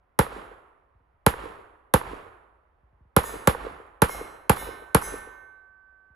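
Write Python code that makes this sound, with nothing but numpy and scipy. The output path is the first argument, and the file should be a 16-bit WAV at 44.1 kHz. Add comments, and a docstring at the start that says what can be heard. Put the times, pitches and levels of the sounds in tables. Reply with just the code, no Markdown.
"""Eight gunshots at an uneven pace, from a microphone pair beside the shooter on a range by a wood.
Each is a sharp crack and a muzzle blast, scattered by the ground close by, echoed by the range
and held by the trees farther off. Downrange, four of the last five bullets set steel ringing.
A few faint dull thumps fall between and after the shots, over the low rumble of still outdoor air."""
import sys
import numpy as np
from scipy import signal
from scipy.fft import rfft, irfft, next_fast_len
from scipy.io import wavfile

SR = 44100
rng = np.random.default_rng(int(sys.argv[2]) if len(sys.argv) > 2 else 0)


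def int16_out(signal):
    """Quantize to a 16-bit WAV file."""
    q = np.round(np.clip(np.atleast_2d(signal).T, -1, 1) * 32767)
    wavfile.write(sys.argv[1], SR, q.astype(np.int16))


N = 271215
SIZE = 54000  # samples in one shot and its tail
AGE = np.arange(SIZE) / SR
HZ = np.maximum(np.arange(SIZE // 2 + 1) * SR / SIZE, 1)
SIDE = np.array([[-.5], [.5]])  # splits a difference between left and right

# Colour of the crack, also of the steel's splash and shimmer. Each row: frequency in Hz, level in dB.
CRACK_SPECTRUM = [(200, -32), (700, -5), (1400, -9), (2400, -10), (4000, -16), (6200, -19.5), (8500, -14),
                  (10200, -7), (11800, -5), (13500, -20.5), (15500, -32.5)]


def undb(db):
    """Decibels to gain."""
    return 10 ** (np.asarray(db) / 20)


def fade(age, t60):
    """Full level until age zero, then down 60 dB every t60 seconds."""
    return np.exp(-np.log(1000) * np.maximum(age, 0) / t60)


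def along(points, hz):
    """Read (Hz, value) points on a log-frequency axis."""
    point_hz, value = np.transpose(points)
    return np.interp(np.log(np.maximum(hz, 1)), np.log(point_hz), value)


def bins(x):
    """The frequencies of a signal's spectrum."""
    return np.arange(x.shape[-1] // 2 + 1) * SR / x.shape[-1]


def causal(points):
    """Minimum-phase response of a (Hz, dB) spectrum."""
    cepstrum = irfft(np.log(undb(along(points, HZ))))
    cepstrum[1:SIZE // 2] *= 2
    cepstrum[SIZE // 2 + 1:] = 0
    return np.exp(rfft(cepstrum))


def add(out, start_s, sound):
    """Mix a sound in, cut short of the buffer's end, where filtering wraps round."""
    start = int(start_s * SR)
    sound = sound[..., :min(N - start, SIZE - SIZE // 16)]
    out[:, start:start + sound.shape[-1]] += sound


def diffuse(size):
    """Spectra of white noise reaching the two microphones from all round."""
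    # Each row: frequency in Hz, share of the power that differs between the microphones.
    unrelated = [(100, 0.1), (300, 0.27), (650, 0.86), (3800, 0.8), (4600, 0.017)]
    common, left, right = rng.standard_normal((3, size))
    own = along(unrelated, bins(common))
    return np.sqrt(1 - own) * rfft(common) + np.sqrt(own) * rfft([left, right])


def air():
    """Still outdoor air all round the microphones, with a low rumble."""
    # Each row: frequency in Hz, level in dB.
    spectrum = [(20, -60.5), (55, -41), (125, -59), (220, -63.5), (420, -59.5), (1000, -57), (2000, -68.5),
                (4000, -89.5), (7000, -102), (10500, -92.5), (15000, -103)]
    size = next_fast_len(N)
    hz = np.arange(size // 2 + 1) * SR / size
    return irfft(diffuse(size) * undb(along(spectrum, hz)), size)[:, :N]


def crack(rise_s=0.0012, hold_s=0.0024, t60=0.013):
    """A few milliseconds of ragged shock fronts."""
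    burst = irfft(diffuse(SIZE)) * np.minimum(AGE / rise_s, 1) ** 2 * fade(AGE - hold_s, t60)
    return irfft(rfft(burst) * causal(CRACK_SPECTRUM))


def pulse(points, sweep_cycles=1.274, knee_hz=12):
    """Spectrum of one pressure pulse as heard: its lows come late, so that it sweeps down into a thud."""
    return causal(points) * np.exp(-2j * np.pi * sweep_cycles * np.log((HZ + knee_hz) / SR))


def blast(dull_hz=3000, lag_s=0.0021):
    """Spectrum of the muzzle blast at close range, just behind the crack."""
    # Each row: frequency in Hz, level in dB ahead of the low-pass.
    spectrum = [(20, 14.5), (35, 22.5), (60, 34), (140, 36), (205, 34.5), (255, 26.5), (292, 32),
                (355, 25.5), (465, 36.5), (520, 32.5), (625, 18), (830, 27), (1400, 18.5), (2500, 4.5)]
    lowpass = 1 / (1 + 1j * HZ / dull_hz - (HZ / dull_hz) ** 2)
    return pulse(spectrum) * lowpass * np.exp(-2j * np.pi * HZ * lag_s)


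def scatter(rise_s=0.001, t60=0.18):
    """Dense early reflections from leaf litter and benches close by."""
    # Each row: frequency in Hz, level in dB.
    spectrum = [(30, -20), (80, -6), (220, -4), (420, -11.5), (630, -9), (1000, -4), (1400, -6.5),
                (2200, -14), (3500, -20), (6000, -31.5), (8500, -25.5), (10800, -15), (13000, -24),
                (15500, -47.5)]
    burst = irfft(diffuse(SIZE)) * np.minimum(AGE / rise_s, 1) * fade(AGE, t60)
    return irfft(rfft(burst) * causal(spectrum))


def echoes(smear_s=.0016, size=1024, deep_s=0.15, deep_width_s=0.012):
    """Response of rough reflectors: a broad bright band from near, a narrow low one from the trees."""
    # Ground, berms and trunks. Each row: delay in seconds, level in dB.
    reflectors = [(.0052, 3.5), (0.0212, -5), (0.0375, -20), (.0740, -13.5), (0.1272, -20.5), (0.1724, -22),
                  (0.191, -18), (0.232, -31), (0.323, -28.5)]
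    near_hz, near_octaves = 1070, 0.96
    far_hz, far_octaves = 413, 0.64
    lag = np.arange(size) - size // 2
    window = np.exp(-.5 * (lag / SR / smear_s) ** 2)
    out = np.zeros((2, SIZE))
    for delay_s, db in reflectors:
        depth = .5 + .5 * np.tanh((delay_s - deep_s) / deep_width_s)  # 0 close by, 1 deep in the wood
        hz = near_hz + depth * (far_hz - near_hz)
        octaves = near_octaves + depth * (far_octaves - near_octaves)
        band = np.exp(-.5 * (np.log2((bins(lag) + 1) / hz) / octaves) ** 2)
        burst = irfft(rfft(irfft(diffuse(size)) * window) * band)
        burst *= np.sqrt(2 * np.mean(band ** 2) / np.sum(burst ** 2))  # about unit gain mid-band
        out[:, lag + int(delay_s * SR)] += undb(db) * burst
    return rfft(out)


def surroundings(muzzle):
    """What the range sends back early: echoes of the blast and scatter from the ground."""
    return irfft(muzzle * echoes()) + scatter()


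def trunks(patchy_db=1.0, patch_s=0.0029, clearing_db=-1.5, edge_s=0.14, edge_width_s=0.004):
    """Strength of the patchy returns by delay: weaker from the clearing, fuller from the trees."""
    knots = np.arange(0, AGE[-1], patch_s)
    patches_db = patchy_db * np.interp(AGE, knots, rng.standard_normal(SIZE)[:len(knots)])
    in_clearing = .5 - .5 * np.tanh((AGE - edge_s) / edge_width_s)
    return undb(patches_db + clearing_db * in_clearing)


def woods(patches, rise_s=0.03, hold_s=0.18):
    """The wood holds the shot while the front crosses the tree line, then fades band by band."""
    # Each row: frequency in Hz, level in dB.
    spectrum = [(25, -34.5), (45, -22.5), (70, -24.5), (220, -33), (400, -23.5), (650, -27.5),
                (1150, -23.5), (2200, -35.5), (3500, -44), (6000, -59), (10800, -50.5), (12800, -62.5),
                (15500, -78)]
    # Each row: band centre in Hz, seconds to fall 60 dB.
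    decay = [(50, 1.2), (150, 0.66), (400, 1.1), (1000, 1.16), (2200, 0.91), (5000, 0.58), (11000, 0.76)]
    returns = rfft(irfft(diffuse(SIZE)) * patches) * undb(along(spectrum, HZ))
    centres, t60s = np.transpose(decay)
    out = 0
    for share, t60 in zip(np.eye(len(centres)), t60s):
        band = along(np.c_[centres, share], HZ)
        out += irfft(returns * band) * fade(AGE - hold_s, t60)
    return out * np.minimum(AGE / rise_s, 1)


def boom(hz=48, level_db=-40, peak_s=0.16, spread_s=0.041):
    """A deep note that rolls back across the range."""
    swell = np.exp(-.5 * ((AGE - peak_s) / spread_s) ** 2)
    return undb(level_db) * swell * np.sin(2 * np.pi * hz * AGE)


def gun(fresh_share=0.36):
    """Shots beside the microphones. All meet the same range and trees, so most early echoes repeat."""
    # Each row: start in seconds, gain of the blast and its returns in dB, gain of the crack in dB.
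    shots = [(0.189, -3.5, -3), (1.263, -2.87, 0.5), (1.9376, -3, 2), (3.1635, -2, 0), (3.4724, -2.3, 1),
             (4.0183, -2.35, 0), (4.4946, -2.5, 2), (4.946, -2.5, 2)]
    out = np.zeros((2, N))
    muzzle, roll, patches = blast(), boom(), trunks()
    direct, usual = irfft(muzzle), surroundings(muzzle)
    for start_s, blast_db, crack_db in shots:
        early = np.sqrt(1 - fresh_share) * usual + np.sqrt(fresh_share) * surroundings(muzzle)
        report = direct + early + woods(patches) + roll
        add(out, start_s, undb(blast_db) * report + undb(crack_db) * crack())
    return out


def thumps():
    """Faint dull thumps, each one low pressure pulse."""
    # Each row: start in seconds, gain in dB.
    events = [(0.946, -39.5), (1.001, -43.5), (1.134, -45.5), (2.828, -40.5), (2.925, -39.5), (3.004, -34),
              (3.049, -38), (6.099, -38.5)]
    # Each row: frequency in Hz, level in dB.
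    spectrum = [(20, 7), (55, 40), (120, 27.5), (300, 11), (600, -1), (2000, -16.5), (6000, -60)]
    out = np.zeros((2, N))
    thump = irfft(pulse(spectrum))
    for start_s, db in events:
        add(out, start_s, undb(db) * thump)
    return out


def ring(modes, size, strike_db, waver_db, waver_s=0.082):
    """Decaying modes: the strike point weights them by chance, and their levels waver slowly at random."""
    age = np.arange(size) / SR
    knots = np.arange(0, N / SR, waver_s)
    out = 0
    for hz, db, t60 in modes:
        chance = rng.standard_normal(SIZE // 64)
        waver = np.interp(age, knots, chance[:len(knots)])
        gain = undb(db + strike_db * chance[-1] + waver_db * waver)
        out += gain * fade(age, t60) * np.sin(2 * np.pi * hz * age)
    return out


def shimmer(size, count=30, low_hz=4500, high_hz=15000, gain_db=-44, t60=0.6):
    """The steel's crowded high modes: each bullet wakes a different handful."""
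    hz = rng.uniform(low_hz, high_hz, count)
    modes = np.c_[hz, gain_db + along(CRACK_SPECTRUM, hz), np.full(count, t60)]
    return ring(modes, size, strike_db=2, waver_db=5)


def splash(gain_db=-30, t60=0.099):
    """A bullet splashes on the steel with a short bright hiss."""
    burst = irfft(diffuse(SIZE)) * fade(AGE, t60)
    return undb(gain_db) * irfft(rfft(burst) * causal(CRACK_SPECTRUM))


def steel_targets(long_right_db=7, rise_s=0.0334, pivot_hz=6000, favour_db=7, favour_octaves=0.031):
    """Steel targets downrange: at each hit a bright short ring, and a long lower ring to the right."""
    # Each row: start in seconds, gains in dB of the bright ring, the long ring and the splash,
    # treble tilt in dB per octave, frequency in Hz that the strike point favours.
    hits = [(3.232, 0.5, -29, 2.5, 4.5, 3553), (4.086, 0, -15.5, 3.5, 2.3, 6530),
            (4.563, -1, -3, 5, -1, 5044), (5.014, 2, -0.5, 4, 2, 3840)]
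    # Modes of the two rings. Each row: frequency in Hz, level in dB, seconds to fall 60 dB.
    long_modes = [(730, -68.5, 4), (1148, -56, 3.8), (1534, -44.5, 4.5), (2150, -59.5, 1.6)]
    bright_modes = [(1803, -48.5, 1.4), (2148, -46.5, 1), (2153, -46, 0.7), (2946, -58, .8),
                    (3128, -56, .7), (3553, -57.5, .85), (3892, -61, 0.85), (4099, -57, .8),
                    (5044, -57, .6), (5475, -57, .55), (5879, -56.5, .62), (6207, -56, .6), (6471, -57, .7),
                    (6804, -55, .4), (7173, -57.5, .5), (7790, -58, .6), (7836, -56, .6), (8167, -56.5, .6),
                    (9670, -50, .55), (10260, -46.5, .6), (10580, -46.5, .4), (11150, -46, .45),
                    (11403, -45.5, .45), (12183, -48.5, .4), (12594, -46, .45), (13890, -54, .4),
                    (14377, -52, .4), (15012, -56, .4)]
    out = np.zeros((2, N))
    sizes = np.diff([int(hit[0] * SR) for hit in hits] + [N + SR // 10])
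    mode_hz, mode_db, t60 = np.transpose(bright_modes)
    for (start_s, bright_db, long_db, splash_db, tilt_db, favoured_hz), size in zip(hits, sizes):
        favour = favour_db * np.exp(-.5 * (np.log2(mode_hz / favoured_hz) / favour_octaves) ** 2)
        tilt = tilt_db * np.log2(mode_hz / pivot_hz)
        struck = np.c_[mode_hz, mode_db + favour + tilt, t60]
        bright = undb(bright_db) * (ring(struck, size, strike_db=4, waver_db=3.5) + shimmer(size))
        low = undb(long_db + SIDE * long_right_db) * ring(long_modes, size, strike_db=.2, waver_db=.7)
        edge = np.minimum(np.arange(size) / SR / rise_s, 1)  # the ring builds as its reflections arrive
        add(out, start_s, (bright + low) * edge * edge[::-1])  # and fades out before the next hit
        add(out, start_s, undb(splash_db) * splash())
    return out


def scene():
    """The range at the microphone pair: the right hears more midrange, and the treble is out of step."""
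    # Each row: frequency in Hz, right minus left in dB.
    right_db = [(500, 0.5), (900, 4.5), (1300, 5.5), (2200, 4.1), (3800, 7), (5200, 0)]
    # Each row: frequency in Hz, the right microphone's lead in radians.
    right_lead = [(100, 0), (280, -.5), (500, 0), (7400, .1), (8800, 3.1), (11000, 6.2), (12900, 9.1),
                  (14400, 10), (16000, 12)]
    sound = gun() + steel_targets() + air() + thumps()
    padded = np.pad(sound, ((0, 0), (0, next_fast_len(N + SR // 10) - N)))
    hz = bins(padded)
    pair = undb(SIDE * along(right_db, hz)) * np.exp(1j * SIDE * along(right_lead, hz))
    return irfft(rfft(padded) * pair, padded.shape[-1])[:, :N]


def record(dry):
    """The recorder rounds off the peaks of the blasts and cuts the top."""
    ceiling, top_hz = .88, 16300
    rounded = dry / (1 + (dry / ceiling) ** 4) ** (1 / 4)
    return signal.sosfilt(signal.ellip(8, .2, 70, top_hz, fs=SR, output="sos"), rounded)


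dry = scene()
out = record(dry)
int16_out(out)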